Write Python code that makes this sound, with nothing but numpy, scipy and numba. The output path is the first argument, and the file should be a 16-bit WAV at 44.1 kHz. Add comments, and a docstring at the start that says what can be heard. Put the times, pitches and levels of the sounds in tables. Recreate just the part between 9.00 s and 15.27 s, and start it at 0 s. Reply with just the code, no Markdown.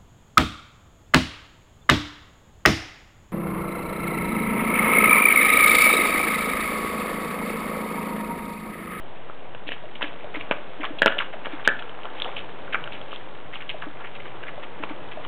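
"""Snaps, knocks and wet crunching: a dog eats a raw fish from a dish on a paved path, a metre or two from a small camera.
Snaps and knocks are a broad crack, brief rings and a thud; crushing and grinding are bursts and streams of short grains.
Hard bites ring the dish and water drips on two hollow things, all as sums of decaying modes.
A scattered tail returns from fence and wall; the town and a far road are shaped noise behind.
The sound is muffled above about 4 kHz, and the loudest peaks are rounded off."""
import sys
import numpy as np
from scipy import signal
from scipy.fft import rfft, irfft
from scipy.io import wavfile
from scipy.ndimage import uniform_filter1d
from numba import njit

SR = 44100
rng = np.random.default_rng(int(sys.argv[2]) if len(sys.argv) > 2 else 0)


def generate_wav(signal):
    """Clip the signal to [-1, 1] and save it as 16-bit WAV at the path in sys.argv[1]."""
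    frames = np.transpose(np.atleast_2d(signal))
    scaled = np.clip(frames, -1, 1) * 32767
    pcm = np.round(scaled).astype(np.int16)
    wavfile.write(sys.argv[1], SR, pcm)


N = 276507


def undb(db):
    """Amplitude factor of a level in dB."""
    return 10 ** (np.asarray(db) / 20)


def level(x, db):
    """Scale a sound by its RMS to a level in dB."""
    return x * undb(db) / np.sqrt(np.mean(x ** 2))


def ring(hz, t60, swell_s):
    """One decaying mode with peak 1; a soft contact lets it swell for a moment."""
    t = np.arange(int(t60 * SR) + 8) / SR
    decay = 1000. ** (-t / t60)
    swell = 1 - np.exp(-t / swell_s)
    sound = np.sin(2 * np.pi * hz * t) * decay * swell
    return sound / np.max(np.abs(sound))


def add(out, s, sound):
    """Mix a sound in at time s."""
    i = int(s * SR)
    out[i:i + len(sound)] += sound[:max(len(out) - i, 0)]


@njit
def grains(start, hz, decay_radians, size, count):
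    """Each grain is a sine that swells and dies within a few cycles, its envelope t * exp(-t / tau)."""
    out = np.zeros(count + 4096)
    for g in range(len(start)):
        w = 2 * np.pi * hz[g] / SR
        tau = decay_radians[g] / w  # samples
        phasor = size[g] * np.e / tau + 0j  # brings the envelope's peak to size
        step = np.exp(1j * w - 1 / tau)
        for i in range(min(int(9 * tau), 4000)):
            out[start[g] + i] += i * phasor.imag
            phasor *= step
    return out[:count]


def walk(rate):
    """Random levels held 1 / rate s and slewed twice; spread near 1."""
    k = int(SR / rate)
    held = np.repeat(rng.standard_normal(N // k + 1), k)
    return 1.2 * uniform_filter1d(uniform_filter1d(held, k), k)[:N]


def snaps_and_knocks():
    """Snaps and knocks: a broad crack, brief low and high rings and a thud."""
    # snaps and knocks: [t/s, level/dB, low ring f/Hz, high ring f/Hz, high ring re level/dB, thud re level/dB]
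    hits = [(0.2977, -25.5, 1240, 2600, -25, -5), (0.548, -28, 1580, 2700, -2, 0),
            (0.6896, -20, 1880, 2520, -2.5, -4), (0.7183, -19.5, 1810, 2970, -5, -7),
            (1.011, -21.5, 950, 2500, -11, -13), (1.027, -14.5, 1890, 3040, 3, -7),
            (1.347, -25, 2010, 2390, -13, -0.5), (1.3567, -20.5, 2130, 2460, -5.5, -24.5),
            (1.41, -25.5, 2280, 2500, -7, -30), (1.511, -8.5, 1600, 2385, -2, -0.5),
            (1.8318, -24.5, 2260, 2320, -8.5, 0.5), (1.852, -20, 1160, 3090, 0.5, -21),
            (2.0189, -0.5, 1623, 3420, -17, -6), (2.0295, -8, 1760, 2490, -18.5, -7),
            (2.0596, -1, 1495, 2790, -9, -1), (2.0688, -10.5, 1710, 2430, -13.5, -0.5),
            (2.078, -5, 1400, 2900, -4, -10), (2.1226, -18, 1670, 3130, -6.5, -11),
            (2.147, -29.5, 1580, 2960, -1.5, -8), (2.1827, -20, 1460, 3170, 0, -23),
            (2.188, -12.5, 1710, 2940, 0, -31), (2.2067, -15.5, 1480, 2400, -10.5, -31),
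            (2.457, -25, 1760, 2980, 4, -5.5), (2.4678, -31.5, 1100, 2340, 1, 10),
            (2.6752, 2, 1582, 3040, -17.5, -9.5), (2.687, -7, 1680, 2600, -22, -12),
            (2.823, -23.5, 1470, 3060, -6, -21), (2.894, -30, 1610, 3030, -1.5, -21),
            (3.0332, -31.5, 1350, 2800, 1, -20), (3.054, -24.5, 1070, 3050, -5, -17),
            (3.1998, -20.5, 1100, 3240, 0, -21), (3.2198, -11, 1060, 3510, 0, -25),
            (3.2452, -21, 1080, 3040, 0, -20), (3.678, -27, 1430, 2310, -14, -14),
            (3.7264, -28, 1750, 2250, -6, -28), (3.7341, -22, 1780, 2900, 2, -29),
            (3.7447, -9, 1456, 2230, -6.5, -34), (3.8395, -23.5, 1700, 2990, 0, -13),
            (3.875, -23.5, 1480, 2860, -5.5, -20), (4.0138, -30, 1090, 3220, 0, -12),
            (4.129, -23, 1200, 2740, -15.5, -5), (4.16, -26, 1700, 3380, 0, -12),
            (4.5562, -24.5, 1260, 2950, -2, -27), (4.623, -28, 2090, 2670, 0.5, -21),
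            (4.693, -19, 1230, 3010, 0, -29), (4.8228, -21.5, 1650, 2630, -7.5, -14),
            (5.436, -27.5, 1670, 2940, -8.5, -6), (5.4846, -28.5, 2000, 2260, -12.5, -17),
            (5.6336, -27, 1300, 2350, -3, -25), (5.8366, -18, 1100, 2500, -3, -3.5),
            (6.249, -23.5, 1150, 2950, -6, -12)]
    # thud modes: [f/Hz, level/dB, t60/s, swell/s]
    thud_modes = [(600, 0, .011, .0003), (920, -5, .009, .0003), (300, -19, .015, .001)]
    low_t60_s, high_t60_s = .009, .006
    out = np.zeros(N)
    for s, hit_db, low_hz, high_hz, high_db, thud_db in hits:
        high = min(undb(high_db), .99)  # always leaves some low ring
        low = np.sqrt(1 - high ** 2)
        crack = np.sqrt(high) * ring(high_hz * .9, .0015, .0001)
        add(out, s, undb(hit_db - 2) * crack)
        add(out, s, undb(hit_db) * low * ring(low_hz, low_t60_s, 0.00067))
        add(out, s, undb(hit_db) * high * ring(high_hz, high_t60_s, .0003))
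        for hz, db, t60, swell_s in thud_modes:
            add(out, s, undb(hit_db + thud_db + db) * ring(hz, t60, swell_s))
    return out


def crushes(count=50):
    """A bite breaks many splinters in a burst of grains that swells fast and fades."""
    # crushing bites: [t/s, length/s, level/dB, centre f/Hz]
    bites = [(0.666, 0.036, -28, 2840), (0.704, 0.047, -26, 2760), (0.95, 0.021, -33.5, 2770),
             (1.008, 0.052, -20.5, 2350), (1.06, .04, -36, 2940), (1.338, 0.045, -29, 2160),
             (1.396, 0.031, -31, 2960), (1.511, 0.029, -21.5, 1820), (1.805, 0.029, -32, 2300),
             (1.83, 0.047, -24, 1720), (1.984, 0.018, -24, 3330), (2.018, 0.021, -14, 2500),
             (2.058, 0.03, -16, 2500), (2.098, 0.055, -32, 2600), (2.184, .012, -18.5, 2940),
             (2.196, 0.044, -23, 1938), (2.326, 0.029, -34, 1820), (2.445, 0.039, -28.5, 1930),
             (2.519, 0.028, -34.5, 2140), (2.591, 0.016, -32, 1410), (2.645, 0.031, -25.5, 3000),
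             (2.684, 0.012, -22, 2400), (2.764, 0.012, -34.5, 3000), (2.787, 0.022, -29.5, 3000),
             (3.041, 0.036, -32.5, 1134), (3.162, .04, -35, 2800), (3.25, 0.077, -35, 1000),
             (3.36, 0.058, -28, 2880), (3.722, 0.027, -23.5, 2470), (3.742, 0.024, -19.5, 1650),
             (3.854, 0.042, -37.5, 1810), (3.915, 0.065, -33, 2660), (4.106, 0.063, -34, 3100),
             (4.524, 0.068, -31.5, 2500), (4.602, 0.037, -32, 2060), (4.69, 0.033, -25, 2720),
             (4.817, 0.043, -32, 1650), (4.996, 0.043, -36.5, 1440), (5.034, 0.059, -34.5, 2080),
             (5.145, 0.036, -35, 2690), (5.196, 0.018, -35.5, 2400), (5.245, 0.051, -36.5, 1950),
             (5.425, 0.03, -35.5, 1920), (5.465, .055, -32.5, 2160), (5.627, 0.031, -33, 2400),
             (5.825, 0.031, -30, 1820), (5.888, .04, -34, 2040), (6.112, 0.026, -31.5, 2500),
             (6.235, .03, -35, 1900)]
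    s, length_s, db, hz = np.transpose(bites)
    # a longer bite breaks pieces of more sizes, up to a widest spread and the ring of the smallest splinter
    octaves_per_s, widest_octaves, smallest_hz = 36, 1.32, 4200
    limit = np.minimum(widest_octaves, np.log2(smallest_hz / hz))
    octaves = np.clip(octaves_per_s * length_s, 0, limit)
    late, pitch, nudge, size, sign = rng.random((len(s), count, 5)).T
    start = np.clip((s + length_s * late) * SR, 0, N - 1).astype(np.int64)
    grain_hz = np.minimum(hz * 2 ** (octaves * (pitch + nudge - 1)), 4500)
    shape = np.sin(np.pi * late ** .5)
    # most splinters are small, a few are large, none is larger than the bone allows
    size_db = 3.0 * np.minimum(-np.log(1 - size), 3)
    gain = undb(db + size_db) * np.sqrt(length_s / 0.11) * shape * np.sign(sign - .5)
    return grains(start.ravel(), grain_hz.ravel(), np.full(start.size, 5.0), gain.ravel(), N)


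def grind():
    """Steady fine grains of flesh and scale; brightness shifts weight to the high ones."""
    # grinding of the jaws: [t/s, level/dB]
    grinding = [(0.0, -45), (0.5, -45.5), (1.27, -39.5), (1.68, -42), (2.27, -47.5), (2.55, -34),
                (2.95, -42), (3.25, -34), (3.5, -41), (4.3, -41.5), (6.27, -41)]
    grains_per_s, bright_db_per_octave = 900, 0.9
    s, pitch, size, sign = rng.random((int(grains_per_s * N / SR), 4)).T
    s = s * N / SR
    octave = 2.6 * pitch  # above 700 Hz
    when, level_db = np.transpose(grinding)
    tilt_db = bright_db_per_octave * (octave - 1.3)
    size_db = 2.76 * np.minimum(-np.log(1 - size), 4)  # mostly small, a few large
    db = np.interp(s, when, level_db) + tilt_db + size_db - 5.5
    gain = undb(db) * np.sign(sign - .5)
    return grains((s * SR).astype(np.int64), 700 * 2 ** octave, np.full(len(s), 4.5), gain, N)


def struck(blows, modes):
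    """Each blow rings the modes of the thing it hits in a randomly varied mix."""
    out = np.zeros(N)
    share = rng.uniform(-0.83, 1, (len(blows), len(modes)))
    gains = np.sign(share) * undb(3 * share)
    for (s, blow_db), row in zip(blows, gains):
        for (hz, db, t60), gain in zip(modes, row):
            add(out, s, gain * undb(blow_db + db) * ring(hz, t60, 0.0025))
    return out


def dish_knocks():
    """Hard bites knock the dish, which rings in a cluster of close modes."""
    # bites that knock the dish: [t/s, level/dB]
    hard_bites = [(2.020, -17), (2.061, -16.5), (2.676, -12)]
    # dish modes: [f/Hz, level/dB, t60/s]
    dish_modes = [(1360, -20, .25), (1470, -18, .25), (1520, -22.5, 0.26), (1574, -15.5, 0.21),
                  (1620, -21.5, 0.24), (1640, -14.5, 0.29), (1740, -15, .3), (1735, -16.5, .3),
                  (1780, -25.5, .2)]
    return struck(hard_bites, dish_modes)


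def drips():
    """Water drips on a low and on a higher hollow thing, each ringing in two modes."""
    # drips on the low and on the higher thing: [t/s, level/dB]
    low_drops = [(0.667, -38), (1.036, -34.5), (1.367, -35), (1.798, -34.5), (1.905, -34.5), (2.532, -35.5),
                 (4.866, -33), (5.8, -34.5), (5.906, -33)]
    high_drops = [(0.837, -36.5), (1.243, -37.5), (1.581, -38.5), (2.17, -32), (2.336, -37.5), (4.743, -33),
                  (5.578, -35), (6.171, -34)]
    # modes of the low and of the higher thing: [f/Hz, level/dB, t60/s]
    low_modes = [(297.6, 3, 0.09), (610, -7, .06)]
    high_modes = [(600, 2, 0.11), (686, 5, 0.013)]
    return struck(low_drops, low_modes) + struck(high_drops, high_modes)


def yard(x):
    """The direct sound and a scattered tail of decaying noise from fence and wall."""
    t60_s, tail_db = 0.34, -9.5  # tail energy against the direct sound
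    t = np.arange(int(.6 * SR)) / SR
    onset = 1 - np.exp(-(t / 0.0009) ** 2)
    tail = rng.standard_normal(len(t)) * 1000. ** (-t / t60_s) * onset
    response = undb(tail_db) * tail / np.sqrt(np.sum(tail ** 2))
    response[0] = 1  # direct sound
    return signal.fftconvolve(x, response)[:N]


def town():
    """Distant hiss and hum: noise in octave bands that swell a little together and flicker alone."""
    # spectrum of the far town: [f/Hz, relative level per Hz/dB]
    spectrum = [(25, -42), (45, -10), (80, -25.5), (130, -6.5), (200, -5), (350, -0.5), (520, 1), (900, -4),
                (1350, -10), (2900, -15), (4500, -19)]
    hz, db = np.transpose(spectrum)
    f = np.maximum(np.arange(N // 2 + 1) * SR / N, 1)
    noise = rfft(rng.standard_normal(N)) * undb(np.interp(np.log(f), np.log(hz), db))
    out, swell = 0, walk(1.63)
    for octave in range(4, 14):  # centred on 2 ** octave Hz, crossfading into its neighbours
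        share = np.cos(np.pi / 2 * np.clip(np.log2(f) - octave, -1, 1)) ** 2
        flicker_db = 1.4 * swell + 0.47 * walk(8.1)
        out = out + undb(flicker_db) * irfft(noise * share, N)
    return level(out, -41.5)


def rumble():
    """A low band of engine and tyre noise from a far road, swelling and flickering."""
    # far traffic swelling: [t/s, level/dB]
    traffic = [(0.0, -53.5), (1.75, -57.5), (3.399, -55), (4.7, -52.5), (6.27, -54.5)]
    s, db = np.transpose(traffic)
    band_filter = signal.butter(2, (90, 165), "band", fs=SR, output="sos")
    band = signal.sosfilt(band_filter, rng.standard_normal(N))
    swell_db = np.interp(np.arange(N) / SR, s, db)
    return level(band, 0) * undb(swell_db + 1.4 * walk(3.8) + 1.7 * walk(13))


def scene():
    """Eating, dish and drips sound in the yard; town and road lie behind."""
    thin = signal.butter(2, 180, "high", fs=SR, output="sos")
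    eating = signal.sosfilt(thin, snaps_and_knocks() + crushes() + grind())
    near = eating + dish_knocks() + drips()
    return (yard(near) + town() + rumble())[None]


def record(dry):
    """The sound is muffled above about 4 kHz and slightly offset; the loudest peaks are rounded off."""
    muffle_hz, wall_hz, top_hz = 3650, 4400, 16000  # low-pass edges; the last follows the ceiling
    ceiling, offset = .7, -.0415  # of full scale
    muffled = signal.sosfilt(signal.butter(12, muffle_hz, fs=SR, output="sos"), dry)
    muffled = signal.sosfilt(signal.ellip(10, .5, 70, wall_hz, fs=SR, output="sos"), muffled) + offset
    rounded = muffled / (1 + (muffled / ceiling) ** 24) ** (1 / 24)
    return signal.sosfilt(signal.ellip(8, .2, 70, top_hz, fs=SR, output="sos"), rounded)


dry = scene()
out = record(dry)
generate_wav(out)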